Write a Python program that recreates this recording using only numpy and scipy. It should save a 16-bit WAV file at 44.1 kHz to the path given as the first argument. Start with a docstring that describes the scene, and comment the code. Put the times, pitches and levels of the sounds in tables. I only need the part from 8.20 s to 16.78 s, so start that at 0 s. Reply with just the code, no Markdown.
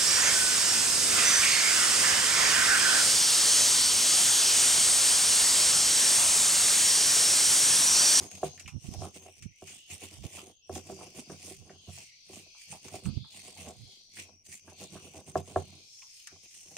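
"""Outdoors at a plank table, a stone pestle grinds chilies, spices and salt in a shallow stone mortar.
Each push rolls grit, as tiny jolts that ring the modes of mortar and planks, while salt crunches in noise
bursts and hard grains rasp. Seeds snap, the stones clack, and now and then the pestle knocks.
Far insects sing in shimmering noise bands, a nearer cicada buzzes in a narrow one, and puffs of air buffet
the right microphone port."""
import sys
import numpy as np
from scipy import signal
from scipy.fft import rfft, irfft, next_fast_len
from scipy.io import wavfile
from scipy.ndimage import uniform_filter1d, map_coordinates

SR = 44100
rng = np.random.default_rng(int(sys.argv[2]) if len(sys.argv) > 2 else 0)


def output_pcm(signal):
    """Save a mono or channel-first signal as 16-bit PCM at the path in sys.argv[1].

    Samples are clipped to [-1, 1] before scaling.
    """
    pcm = np.clip(np.atleast_2d(signal).T, -1, 1) * 32767
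    wavfile.write(sys.argv[1], SR, np.round(pcm).astype(np.int16))


N = 378201
TIME = np.arange(N) / SR


def from_db(db):
    """Decibels to gain."""
    return 10 ** (np.asarray(db) / 20)


def rms_one(x):
    """Scale to unit rms."""
    return x / np.sqrt(np.mean(x ** 2) + 1e-20)


def in_time(rows):
    """Each column of a curve, interpolated sample by sample."""
    s, *columns = np.transpose(rows)
    return [np.interp(TIME, s, column) for column in columns]


def coloured(x, spectrum):
    """Causal (minimum-phase) filter that follows a spectrum."""
    size = next_fast_len(x.shape[-1] + 4096)
    hz, db = np.transpose(spectrum)
    bin_hz = np.abs(np.fft.fftfreq(size, 1 / SR))
    bin_db = np.interp(np.log(bin_hz + 1), np.log(hz), db)
    log_gain = np.log(from_db(bin_db))
    # the Hilbert transform of the log gain gives the minimum phase
    response = np.exp(np.conj(signal.hilbert(log_gain)))[:size // 2 + 1]
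    return irfft(rfft(x, size) * response, size)[..., :x.shape[-1]]


def low_pass(x, hz):
    """Two-pole low-pass."""
    return signal.sosfilt(signal.butter(2, min(hz, SR / 2 - 1), fs=SR, output="sos"), x)


def band_pass(x, low_hz, high_hz):
    """Band-pass with gentle slopes."""
    return signal.sosfilt(signal.butter(2, [low_hz, high_hz], "band", fs=SR, output="sos"), x)


def drift(per_s):
    """Random wandering: straight lines between random knots of unit spread."""
    knots = rng.standard_normal(N // 10)
    return np.interp(TIME * per_s, np.arange(len(knots)), knots)


def add(track, s, sound):
    """Mix a short sound into a track at time s."""
    start = max(round(s * SR), 0)
    part = sound[:max(N - start, 0)]
    track[start:start + len(part)] += part


def grains(per_s, spread_db):
    """Random clicks of either sign and uneven size, with unit power at any rate."""
    born = rng.random(N) < per_s / SR
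    sizes = from_db(spread_db * np.minimum(rng.exponential(1, N), 4))
    signs = rng.choice([-1, 1], N)
    return rms_one(born * sizes * signs / np.sqrt(per_s))


def evened(x, window_s):
    """Hold the short-term power at one, keeping the faster grain."""
    power = np.abs(uniform_filter1d(x ** 2, int(window_s * SR) + 1))
    return x / np.sqrt(power + 1e-12)


def patchy(x, depth_db, patch_hz, patch_s):
    """Let each stretch of the spectrum swell and fade by itself."""
    hz, s, spectra = signal.stft(x, SR, nperseg=512)
    field = rng.standard_normal((256, 1024))
    places = np.meshgrid(hz / patch_hz, s / patch_s, indexing="ij")
    gain_db = depth_db * map_coordinates(field, places, order=1, mode="wrap")
    return rms_one(signal.istft(spectra * from_db(gain_db), SR)[1][..., :N])


def scattered(x, level_db, t60):
    """The direct sound plus a dying spray of reflections, different at each port."""
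    t = TIME[:SR // 2]
    spray = rng.standard_normal((2, len(t))) * from_db(-60 * t / t60) * (1 - np.exp(-t / 0.02))
    spray /= np.sqrt(np.sum(spray ** 2, axis=1, keepdims=True))
    return x + from_db(level_db) * signal.fftconvolve(x[None], spray, axes=1)[:, :N]


def far_noise(spectrum):
    """Diffuse sound from all around: mostly independent noise at the two ports, unit rms."""
    noise = rng.standard_normal((2, N)) + 0.14 * rng.standard_normal(N)
    return rms_one(coloured(noise, spectrum))


# colour of the open air: f/Hz, relative level/dB
AIR_COLOUR = [(30, 3.5), (90, 0.5), (200, -7.5), (600, -14), (1300, -31.5), (4000, -32), (15000, -29)]


def open_air(level_db):
    """The steady hush of the place, as diffuse coloured noise."""
    return from_db(level_db) * far_noise(AIR_COLOUR)


def chorus(spectrum, pitch=None):
    """A shimmering band of far insects, its peak sliding along the pitch curve if it has one."""
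    band = patchy(far_noise(spectrum), depth_db=4.5, patch_hz=150, patch_s=0.09)
    if pitch is None:
        return band
    peak_hz = max(spectrum, key=lambda point: point[1])[0]
    shift_hz = in_time(pitch)[0] - peak_hz
    turn = np.exp(2j * np.pi * np.cumsum(shift_hz) / SR)
    return np.real(signal.hilbert(band, next_fast_len(N))[:, :N] * turn)


# colour of each far chorus, low and high before they slide: f/Hz, relative level/dB
LOW_COLOUR = [(1850, -43), (2100, 0.5), (2500, 6), (2900, 2), (3300, -4), (4000, -44)]
MIDDLE_COLOUR = [(2500, -41.5), (3200, 0.5), (3800, -2.5), (4400, 4.5), (4900, -3), (6000, -34.5)]
HIGH_COLOUR = [(3900, -28), (4500, 0.5), (5100, 3.5), (5450, -1), (6100, 0.5), (6900, -8), (8000, -13),
               (15000, -31.5)]
# sliding pitch of the low and the high chorus: t/s, peak f/Hz
LOW_SLIDE = [(0.0, 2675), (0.881, 2950), (1.321, 2330), (1.55, 2930), (2.121, 3200), (2.451, 2970),
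             (2.7, 2532), (3.349, 2600), (3.6, 3090), (3.92, 2300), (4.25, 2627), (6.0, 2370), (6.6, 2640),
             (8.5, 2400)]
HIGH_SLIDE = [(0.8, 5480), (2.65, 5120), (7.5, 5153), (7.8, 5636), (8.1, 5370), (8.452, 5850)]
# swelling of the choruses: t/s, relative level/dB of the low, the middle and the high one
CHORUS_LEVELS = [(0.0, -86, -67, -65), (0.31, -70, -60, -60), (0.55, -76, -78, -74), (0.8, -70, -63, -55),
                 (1.1, -67, -88, -85), (1.33, -66.5, -77, -77), (1.6, -60.5, -70, -70),
                 (2.101, -65, -78, -72), (2.4, -71, -79, -84), (2.67, -64.5, -80, -61),
                 (3.22, -67, -64.5, -62.5), (3.45, -68.5, -79, -65.5), (3.651, -59.5, -62.5, -69.5),
                 (3.901, -60.5, -64.5, -62), (4.051, -72.5, -61.5, -67), (4.4, -60.5, -63.5, -60.5),
                 (4.751, -71, -68.5, -65), (4.95, -62, -57.5, -62), (5.2, -78, -56.5, -91),
                 (5.55, -74, -63.5, -67.5), (5.73, -70, -54.5, -58.5), (5.88, -84, -65, -70.5),
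                 (6.0, -48, -56, -64.5), (6.1, -72.5, -72, -68), (6.2, -81, -103, -83),
                 (6.451, -71, -87.5, -68), (6.599, -67.5, -56.5, -79), (6.85, -62, -66, -72),
                 (7.091, -80, -94, -68), (7.35, -69.5, -63, -76), (7.601, -65, -60.5, -61.5),
                 (7.8, -74, -65.5, -54), (8.1, -64, -65, -60), (8.58, -82, -73, -58.5)]


def insects(low_db, middle_db, high_db):
    """Three far choruses of filtered noise swell and fade, the upper two leaning left."""
    low_level, middle_level, high_level = in_time(CHORUS_LEVELS)
    low = from_db(low_db + low_level) * chorus(LOW_COLOUR, LOW_SLIDE)
    middle = from_db(middle_db + middle_level) * chorus(MIDDLE_COLOUR)
    high = from_db(high_db + high_level) * chorus(HIGH_COLOUR, HIGH_SLIDE)
    return low + (middle + high) * from_db([[1.2], [-1.2]])


# calls of the nearest cicada, each lasting until the next begins:
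# start t/s, starting f/Hz, final f/Hz, relative level/dB
CICADA_CALLS = [(0.0, 6500, 6280, -45.5), (0.386, 5720, 6450, -52), (1.082, 5770, 6600, -56.5),
                (1.719, 5770, 6550, -56), (2.42, 5700, 6450, -54.5), (3.68, 5820, 6300, -54),
                (4.746, 5740, 6300, -68), (5.781, 5830, 5700, -54.5), (6.239, 6160, 6250, -53.5),
                (6.68, 5900, 6480, -53), (7.348, 6030, 6380, -56.5), (8.051, 5860, 6500, -59)]
# every call slides along the same bend, sinks by a couple of dB, and fades in and out
CALL_BEND, CALL_SINK_DB, CALL_FADE_S = 1.8, 2, 0.026


def cicada(level_db, half_width_hz, waver_db, pan_db):
    """A narrow buzzing noise band that slides in every call and wavers, arriving diffusely at both ports."""
    pitch_hz, loudness = np.zeros(N), np.zeros(N)
    ends = [row[0] for row in CICADA_CALLS[1:]] + [N / SR]
    for (s, start_hz, end_hz, db), end_s in zip(CICADA_CALLS, ends):
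        during = (TIME >= s) & (TIME < end_s)
        t = TIME[during]
        progress = (t - s) / (end_s - s)
        fade = np.minimum(np.minimum(t - s, end_s - t) / CALL_FADE_S, 1)
        pitch_hz[during] = start_hz + (end_hz - start_hz) * progress ** CALL_BEND
        loudness[during] = from_db(db + CALL_SINK_DB * (1 - progress)) * np.sqrt(fade)
    buzz = low_pass(rng.standard_normal((2, N)) + 1j * rng.standard_normal((2, N)), half_width_hz)
    song = rms_one(np.real(buzz * np.exp(2j * np.pi * np.cumsum(pitch_hz) / SR)))
    return loudness * from_db(level_db + waver_db * drift(13)) * song * from_db([[pan_db], [-pan_db]])


# colour of the turbulence at the port: f/Hz, relative level/dB
BUFFET_COLOUR = [(15, -32), (45, 0.5), (100, 12), (190, 3.5), (300, -5.5), (500, -23), (1200, -39.5),
                 (4000, -61)]
# puffs of air on the right port: peak t/s, half length t/s, relative level/dB, eddy rate f/Hz
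AIR_PUFFS = [(0.475, 0.018, -49.5, 98.96), (0.558, 0.016, -37.5, 96.7), (0.657, 0.02, -49, 103.8),
             (0.689, 0.0047, -34, 123.4), (0.719, 0.0087, -45, 173.9), (0.789, 0.025, -44, 100.4),
             (1.253, 0.035, -52.5, 99.8), (1.262, 0.0049, -39, 162.4), (2.006, 0.02, -50, 78.45),
             (2.056, 0.007, -38.5, 111), (3.412, 0.035, -56.5, 86.15), (4.88, 0.014, -29.5, 173.7),
             (4.958, 0.045, -40, 110), (4.975, 0.0046, -31, 118.9), (5.621, 0.038, -54, 102)]


def wind(level_db, leak_db, wander_octaves, turbulence_db):
    """Moving air sheds eddies on the right port at an unsteady rate; it barely reaches the left."""
    powers = []
    for s, half_s, db, _ in AIR_PUFFS:
        powers.append(from_db(2 * db) * np.exp(-np.minimum(((TIME - s) / half_s) ** 2, 50)))
    powers = np.array(powers)
    power = powers.sum(axis=0)
    # where puffs overlap, the stronger one weighs more in the rate
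    puff_hz = np.array(AIR_PUFFS)[:, 3] @ powers / power
    rate_hz = puff_hz * 2 ** (wander_octaves * drift(150))
    eddies = np.sqrt(2) * np.sin(2 * np.pi * np.cumsum(rate_hz) / SR)
    turbulence = evened(coloured(rng.standard_normal((2, N)), BUFFET_COLOUR), window_s=0.0178)
    gust = np.sqrt(power) * (eddies + from_db(turbulence_db) * turbulence)
    return from_db(level_db) * gust * from_db([[leak_db], [0]])


# how the two ports hear the mortar: f/Hz, left minus right level/dB
PORT_DIFFERENCE = [(80, -5), (250, -4), (600, -2.2), (1500, 3), (2700, -2), (4500, -1), (6400, 8),
                   (7400, 1), (8700, -17), (10500, -3.5), (13000, -1)]


def at_ports(near):
    """Each port colours the close sounds by half of the difference, in opposite senses."""
    left = coloured(near[0], [(hz, db / 2) for hz, db in PORT_DIFFERENCE])
    right = coloured(near[1], [(hz, -db / 2) for hz, db in PORT_DIFFERENCE])
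    return np.array([left, right])


# colour of a cracking seed: f/Hz, relative level/dB
CRACK_COLOUR = [(600, -39.5), (1500, -3.5), (4000, -5.5), (7000, 1.5), (9000, -7), (12000, -14),
                (16000, -20)]
# seeds and large crystals snap: t/s, relative crack level/dB, relative hollow pop level/dB, t60/s
SEED_SNAPS = [(0.1138, -16.5, -51.5, 0.034), (0.376, -28.5, -62, .04), (0.396, -19, -52.5, 0.11),
              (0.459, -32, -48, 0.051), (0.477, -21.5, -48, 0.13), (0.9595, -32, -70, 0.1),
              (1.223, -23.5, -55, 0.12), (1.471, -23, -56, 0.33), (1.6998, -23, -52.5, .05),
              (2.552, -12.5, -65, 0.041), (2.577, -17, -78, 0.044), (3.777, -30, -62, 0.034),
              (4.6826, -19.5, -56.5, 0.043), (4.855, -34, -48.5, 0.028), (7.82, -43, -53.5, 0.051),
              (8.072, -16, -50.5, 0.048), (8.5675, -9.5, -39, 0.017)]


def snaps(crack_db, pop_db, pop_hz):
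    """A seed gives way in a short dying burst of noise, with a hollow pop under it."""
    cracks, pops, t = np.zeros(N), np.zeros(N), TIME[:SR // 10]
    for s, db, hollow_db, t60 in SEED_SNAPS:
        add(cracks, s, from_db(db + crack_db - 60 * t / t60))
        add(pops, s, from_db(hollow_db + pop_db - 60 * t / t60))
    crack = coloured(cracks * rng.standard_normal((2, N)), CRACK_COLOUR)
    pop = band_pass(pops * rng.standard_normal(N), pop_hz / 1.19, pop_hz * 1.12)
    return crack + pop


# stone meets bare stone: t/s, relative level/dB, centre f/Hz
STONE_CLACKS = [(0.02, -48, 1110), (0.378, -48.5, 1850), (0.478, -47, 1030), (0.842, -44.5, 1050),
                (2.185, -45.5, 1000), (2.808, -41, 866), (3.099, -47, 1220), (3.495, -49.5, 1660),
                (3.775, -49.5, 760), (4.348, -58, 937), (4.525, -41, 766), (4.681, -51, 914),
                (4.856, -44.5, 1140), (5.044, -54.5, 1020), (5.364, -50.5, 746), (5.97, -43, 2080),
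                (5.989, -44, 2080), (6.477, -48.5, 1130), (6.765, -47, 1180), (7.822, -55, 980),
                (8.072, -46.5, 1577)]


def clacks(level_db, t60, width_ratio):
    """Bare stone chatters on stone in a dry noise burst; the place of contact sets the pitch."""
    out, t = np.zeros(N), TIME[:SR // 8]
    ratio = max(width_ratio, 1.05)
    for s, db, hz in STONE_CLACKS:
        chatter = rng.standard_normal(len(t)) * from_db(-60 * t / t60)
        add(out, s, from_db(db + level_db) * rms_one(band_pass(chatter, hz / ratio, hz * ratio)))
    return out


# modes of mortar and planks; the bowl is not quite round, so they come in beating pairs:
# centre f/Hz, split f/Hz, relative level/dB, t60/s
MORTAR_MODES = [(91, 4.5, -14.5, 0.44), (139.75, 14, -28, 0.6), (173, 34, -18.5, 0.23),
                (231.7, 24, -20.5, 0.087), (330, 24, -10.5, 0.093), (383, 8.3, -9, 0.15),
                (497.4, 14, -16.5, 0.15), (553.6, 7, -22.5, 0.16), (685, 64, -1.5, 0.075),
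                (783, 83, -21.5, 0.12), (954, 5.7, -26.5, 0.12), (1113, 54, -13.5, 0.063),
                (1340, 14, -19, 0.055), (1660, 31, -11, 0.014)]


def mortar_modes(build_cycles):
    """The answer of each mode of mortar and table to one blow; the low modes build up slowly."""
    t, out = TIME[:SR // 2], []
    for k, (hz, split_hz, db, t60) in enumerate(MORTAR_MODES):
        pair = np.sin(2 * np.pi * hz * t) * np.cos(np.pi * split_hz * t)
        build = 1 - np.exp(-t * hz / build_cycles)
        polarity = -(-1) ** k
        out.append(polarity * from_db(db - 60 * t / t60) * build * pair)
    return out


# the spot under the pestle favours the modes within this many octaves
FOCUS_OCTAVES = 0.68


def favoured(hz, spot_hz, focus_db):
    """Gain of a mode: those near the pitch of the spot under the pestle are lifted most."""
    return from_db(focus_db * np.exp(-(np.log2(hz / spot_hz) / FOCUS_OCTAVES) ** 2))


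# the pestle lands: t/s, relative level/dB, contact cut-off f/Hz (low when cushioned by paste),
# f/Hz that the spot favours
PESTLE_KNOCKS = [(0.2306, -22, 1150, 650), (0.819, -33.5, 1000, 885), (0.959, -45, 1100, 330),
                 (1.061, -46, 1100, 690), (1.084, -47.5, 1010, 690), (1.421, -37.5, 950, 179),
                 (2.038, -44, 950, 406), (2.226, -41.5, 410, 260), (2.4947, -32, 1213, 488),
                 (2.562, -33.5, 418, 510), (2.698, -36.5, 1050, 738), (2.718, -34.5, 400, 370),
                 (2.809, -43.5, 1500, 503), (2.865, -48, 480, 230), (3.097, -39, 1134, 303),
                 (3.118, -33.5, 300, 248.6), (3.308, -37, 397, 284), (3.502, -45.5, 1240, 520),
                 (3.676, -33, 196, 165), (3.691, -45, 999, 180), (4.095, -42.5, 450, 445),
                 (4.741, -35.5, 930, 660), (5.496, -41.5, 986, 712), (6.283, -41.5, 194, 172.4),
                 (6.733, -41, 277, 220), (7.1552, -19.5, 2280, 810), (7.3602, -18.5, 2610, 795),
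                 (8.123, -49, 451, 262), (8.567, -42.5, 2000, 900)]


def knocks(level_db, focus_db):
    """Each landing is one push, rounded by the paste under the pestle; the place weights the modes."""
    out = np.zeros(N)
    modes = np.array(mortar_modes(build_cycles=0.65))
    hz = np.array(MORTAR_MODES)[:, 0]
    for s, db, contact_hz, spot_hz in PESTLE_KNOCKS:
        ring = favoured(hz, spot_hz, focus_db) @ modes
        add(out, s, from_db(db + level_db) * low_pass(ring, contact_hz))
    return out


def swells(s, half_s, db, release_ratio):
    """Summed power of movements that each rise to a peak and fade."""
    t = TIME[::32]
    phase = (t[:, None] - s) / half_s
    phase = np.where(phase > 0, phase / release_ratio, phase)
    power = np.cosh(np.clip(phase, -20, 20)) ** -2 @ from_db(db) ** 2
    return np.interp(TIME, t, power)


# pushes of the pestle: peak t/s and half length t/s (before the lag and ratio below for the rumble),
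# relative rumble level/dB, relative crunch level/dB, f/Hz that the spot favours
PESTLE_STROKES = [(0.027, 0.029, -46.5, -53.5, 99), (0.155, 0.029, -53, -58, 784),
                  (0.257, 0.018, -40, -52.5, 398), (0.347, 0.094, -61.5, -69, 700),
                  (0.667, 0.032, -57.5, -60.5, 520), (0.738, 0.014, -46.5, -56, 630),
                  (0.842, 0.027, -43, -57.5, 840), (0.963, 0.014, -54, -57, 330),
                  (1.05, 0.054, -59, -64, 610), (1.182, 0.02, -68, -66, 450), (1.514, 0.063, -62, -60, 165),
                  (1.731, 0.02, -50, -49.5, 696), (1.84, 0.023, -50, -53, 583),
                  (1.938, 0.032, -55, -58.5, 108.4), (2.053, 0.019, -51, -56.5, 268),
                  (2.168, 0.041, -54, -54.5, 900), (2.283, 0.027, -56.5, -64.5, 380),
                  (2.558, 0.026, -43.5, -54.5, 504), (2.703, 0.034, -50.5, -59.5, 236),
                  (2.826, 0.061, -52.5, -62, 540), (2.985, 0.021, -47, -53, 220),
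                  (3.118, 0.025, -48, -63, 326), (3.278, 0.049, -54.5, -54, 610),
                  (3.502, 0.099, -59.5, -74, 202), (3.691, 0.0098, -49, -76, 130),
                  (3.772, 0.05, -58.5, -56.5, 120), (4.157, 0.039, -54, -57, 128.8),
                  (4.25, 0.051, -64.5, -80, 560), (4.424, 0.03, -83, -62.5, 702),
                  (4.531, 0.026, -52, -55.5, 720), (4.66, 0.019, -52, -57, 390),
                  (4.752, 0.025, -47, -54, 665), (4.86, 0.017, -45, -59, 300),
                  (5.17, 0.041, -60, -58.5, 800), (5.282, 0.038, -56.5, -58, 790),
                  (5.406, 0.026, -51.5, -54.5, 700), (5.481, 0.026, -47.5, -59, 743),
                  (5.613, 0.16, -64.5, -70.5, 506), (5.995, 0.023, -56, -51.5, 187),
                  (6.065, 0.1, -61.5, -78, 494), (6.266, 0.0079, -66.5, -60, 180.7),
                  (6.335, 0.027, -63, -54.5, 180), (6.499, 0.034, -54.5, -66, 550),
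                  (6.627, 0.023, -49, -54.5, 635), (6.75, 0.026, -48, -59.5, 219),
                  (6.857, 0.036, -54.5, -63, 453), (6.973, 0.031, -50, -60, 660),
                  (7.091, 0.018, -50.5, -59, 98.8), (7.179, 0.016, -39, -56, 658),
                  (7.297, 0.03, -51.5, -61, 397), (7.385, .022, -44.5, -58.5, 680),
                  (7.506, 0.09, -59, -68.5, 96.8), (7.784, 0.061, -84, -70.5, 702),
                  (7.989, 0.064, -90, -63, 700), (8.146, 0.029, -61, -84, 1100),
                  (8.247, 0.014, -63, -63, 446), (8.373, 0.045, -70.5, -61, 445),
                  (8.52, 0.058, -61, -64, 703)]
# the stone rumbles once the salt has given way
RUMBLE_LAG_S, RUMBLE_LENGTH_RATIO = 0.004, 0.87
# grit rasps where the pestle both presses on stone and meets salt
RASP_DB, RASP_STONE_SHARE = -9.5, 0.72


def pushes(stick_db):
    """Rumble, rasp and crunch amplitudes: pushes swell and fade, and under a light hand the pestle sticks."""
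    s, half_s, stone_db, salt_db, _ = np.transpose(PESTLE_STROKES)
    rumble = swells(s + RUMBLE_LAG_S, half_s * RUMBLE_LENGTH_RATIO, stone_db, release_ratio=0.92)
    crunch = swells(s, half_s, salt_db, release_ratio=1.017)
    rasp = from_db(RASP_DB) ** 2 * rumble ** RASP_STONE_SHARE * crunch ** (1 - RASP_STONE_SHARE)
    # below the sticking level the amplitude falls twice as fast in dB
    return [power / np.sqrt(power + from_db(db) ** 2)
            for power, db in zip((rumble, rasp, crunch), stick_db)]


# colour of the scratches: f/Hz, relative level/dB
RASP_COLOUR = [(500, -24), (800, -8.5), (1100, -0.5), (1400, -2.5), (1750, -17.5), (2100, -5), (2700, -8),
               (3600, -2), (6000, -30.5)]


def rasping(force, level_db, scratches_per_s, judder_db):
    """Hard grains caught between the two stones scratch in short, dry ticks."""
    scratches = grains(scratches_per_s, spread_db=3.0) * from_db(judder_db * drift(140))
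    return from_db(level_db) * force * evened(coloured(scratches, RASP_COLOUR), window_s=0.058)


# colour of breaking salt: f/Hz, relative level/dB
CRUNCH_COLOUR = [(700, -23), (1300, -34.5), (1900, -7.5), (2600, 1), (3900, -8), (5200, -3.5), (6600, 0),
                 (8800, -3), (10200, -9), (12000, -14.5), (15500, -17)]
# time constant in which the energy of one break dies
BREAK_S = 0.0014


def crunching(force, level_db, breaks_per_s):
    """Crystals break, more of them as the pestle bears down; each break is a tiny burst of noise."""
    rate = breaks_per_s * np.sqrt(force / force.max() + 1e-4)
    breaks = grains(rate, spread_db=3.4) * from_db(1.3 * drift(70))
    decay = np.exp(-1 / (BREAK_S * SR))
    bursts = np.sqrt(signal.lfilter([1], [1, -decay], breaks ** 2 + 1e-12))
    noise = coloured(rng.standard_normal((2, N)) + 0.44 * rng.standard_normal(N), CRUNCH_COLOUR)
    # coarse and fine crystals come under the pestle in turn, so the colour shifts
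    grit = patchy(noise, depth_db=3.8, patch_hz=700, patch_s=0.035)
    return from_db(level_db) * force * evened(bursts, window_s=0.034) * grit


# colour of the jolts that drive the mortar: f/Hz, relative level/dB
JOLT_COLOUR = [(40, -15), (90, 5), (160, 11), (250, 12.5), (380, -2.5), (520, 3), (690, -5.5), (850, 2.5),
               (1100, -3.5), (1500, -9.5), (2200, -10)]


def rubbing(force, level_db, slips_per_s, judder_db, focus_db):
    """The pestle slips over grit in jolts that ring the mortar; as it travels, other modes take over."""
    slips = grains(slips_per_s, spread_db=-1.0) * from_db(judder_db * drift(90))
    jolts = coloured(slips, JOLT_COLOUR)
    spot_hz = in_time(PESTLE_STROKES)[-1]
    rumble = np.zeros(N)
    for row, mode in zip(MORTAR_MODES, mortar_modes(build_cycles=0.1)):
        rumble += signal.oaconvolve(jolts, mode)[:N] * favoured(row[0], spot_hz, focus_db)
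    return from_db(level_db) * force * evened(rms_one(rumble), window_s=0.032)


def scene():
    """The mortar close by, insects and air around it."""
    far = open_air(level_db=-77.0) + insects(low_db=1.0, middle_db=1.0, high_db=2.0)
    far = far + cicada(level_db=-11.0, half_width_hz=120, waver_db=1.3, pan_db=2.5)
    puffs = wind(level_db=5.5, leak_db=-53, wander_octaves=0.44, turbulence_db=-2.5)

    seeds = snaps(crack_db=-18, pop_db=17.0, pop_hz=2600)
    contacts = clacks(level_db=-18.5, t60=0.062, width_ratio=1.266)
    contacts = scattered(contacts, level_db=-2.5, t60=0.13)
    rumble, rasp, crunch = pushes(stick_db=(-65, -72, -74))
    grit = rasping(rasp, level_db=-4.0, scratches_per_s=600, judder_db=6.0)
    grit = scattered(grit, level_db=0.0, t60=0.04)
    # breaks_per_s holds under the hardest push
    salt = crunching(crunch, level_db=7.0, breaks_per_s=2600)
    stone = rubbing(rumble, level_db=2.0, slips_per_s=480, judder_db=9.0, focus_db=5)
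    stone = scattered(stone + knocks(level_db=1.5, focus_db=6), level_db=-13.5, t60=0.12)
    return far + puffs + at_ports(seeds + contacts + grit + salt + stone)


def record(dry):
    """The top is cut steeply above 15.6 kHz."""
    return signal.sosfilt(signal.ellip(10, 0.1, 70, 15600, fs=SR, output="sos"), dry)


dry = scene()
out = record(dry)
output_pcm(out)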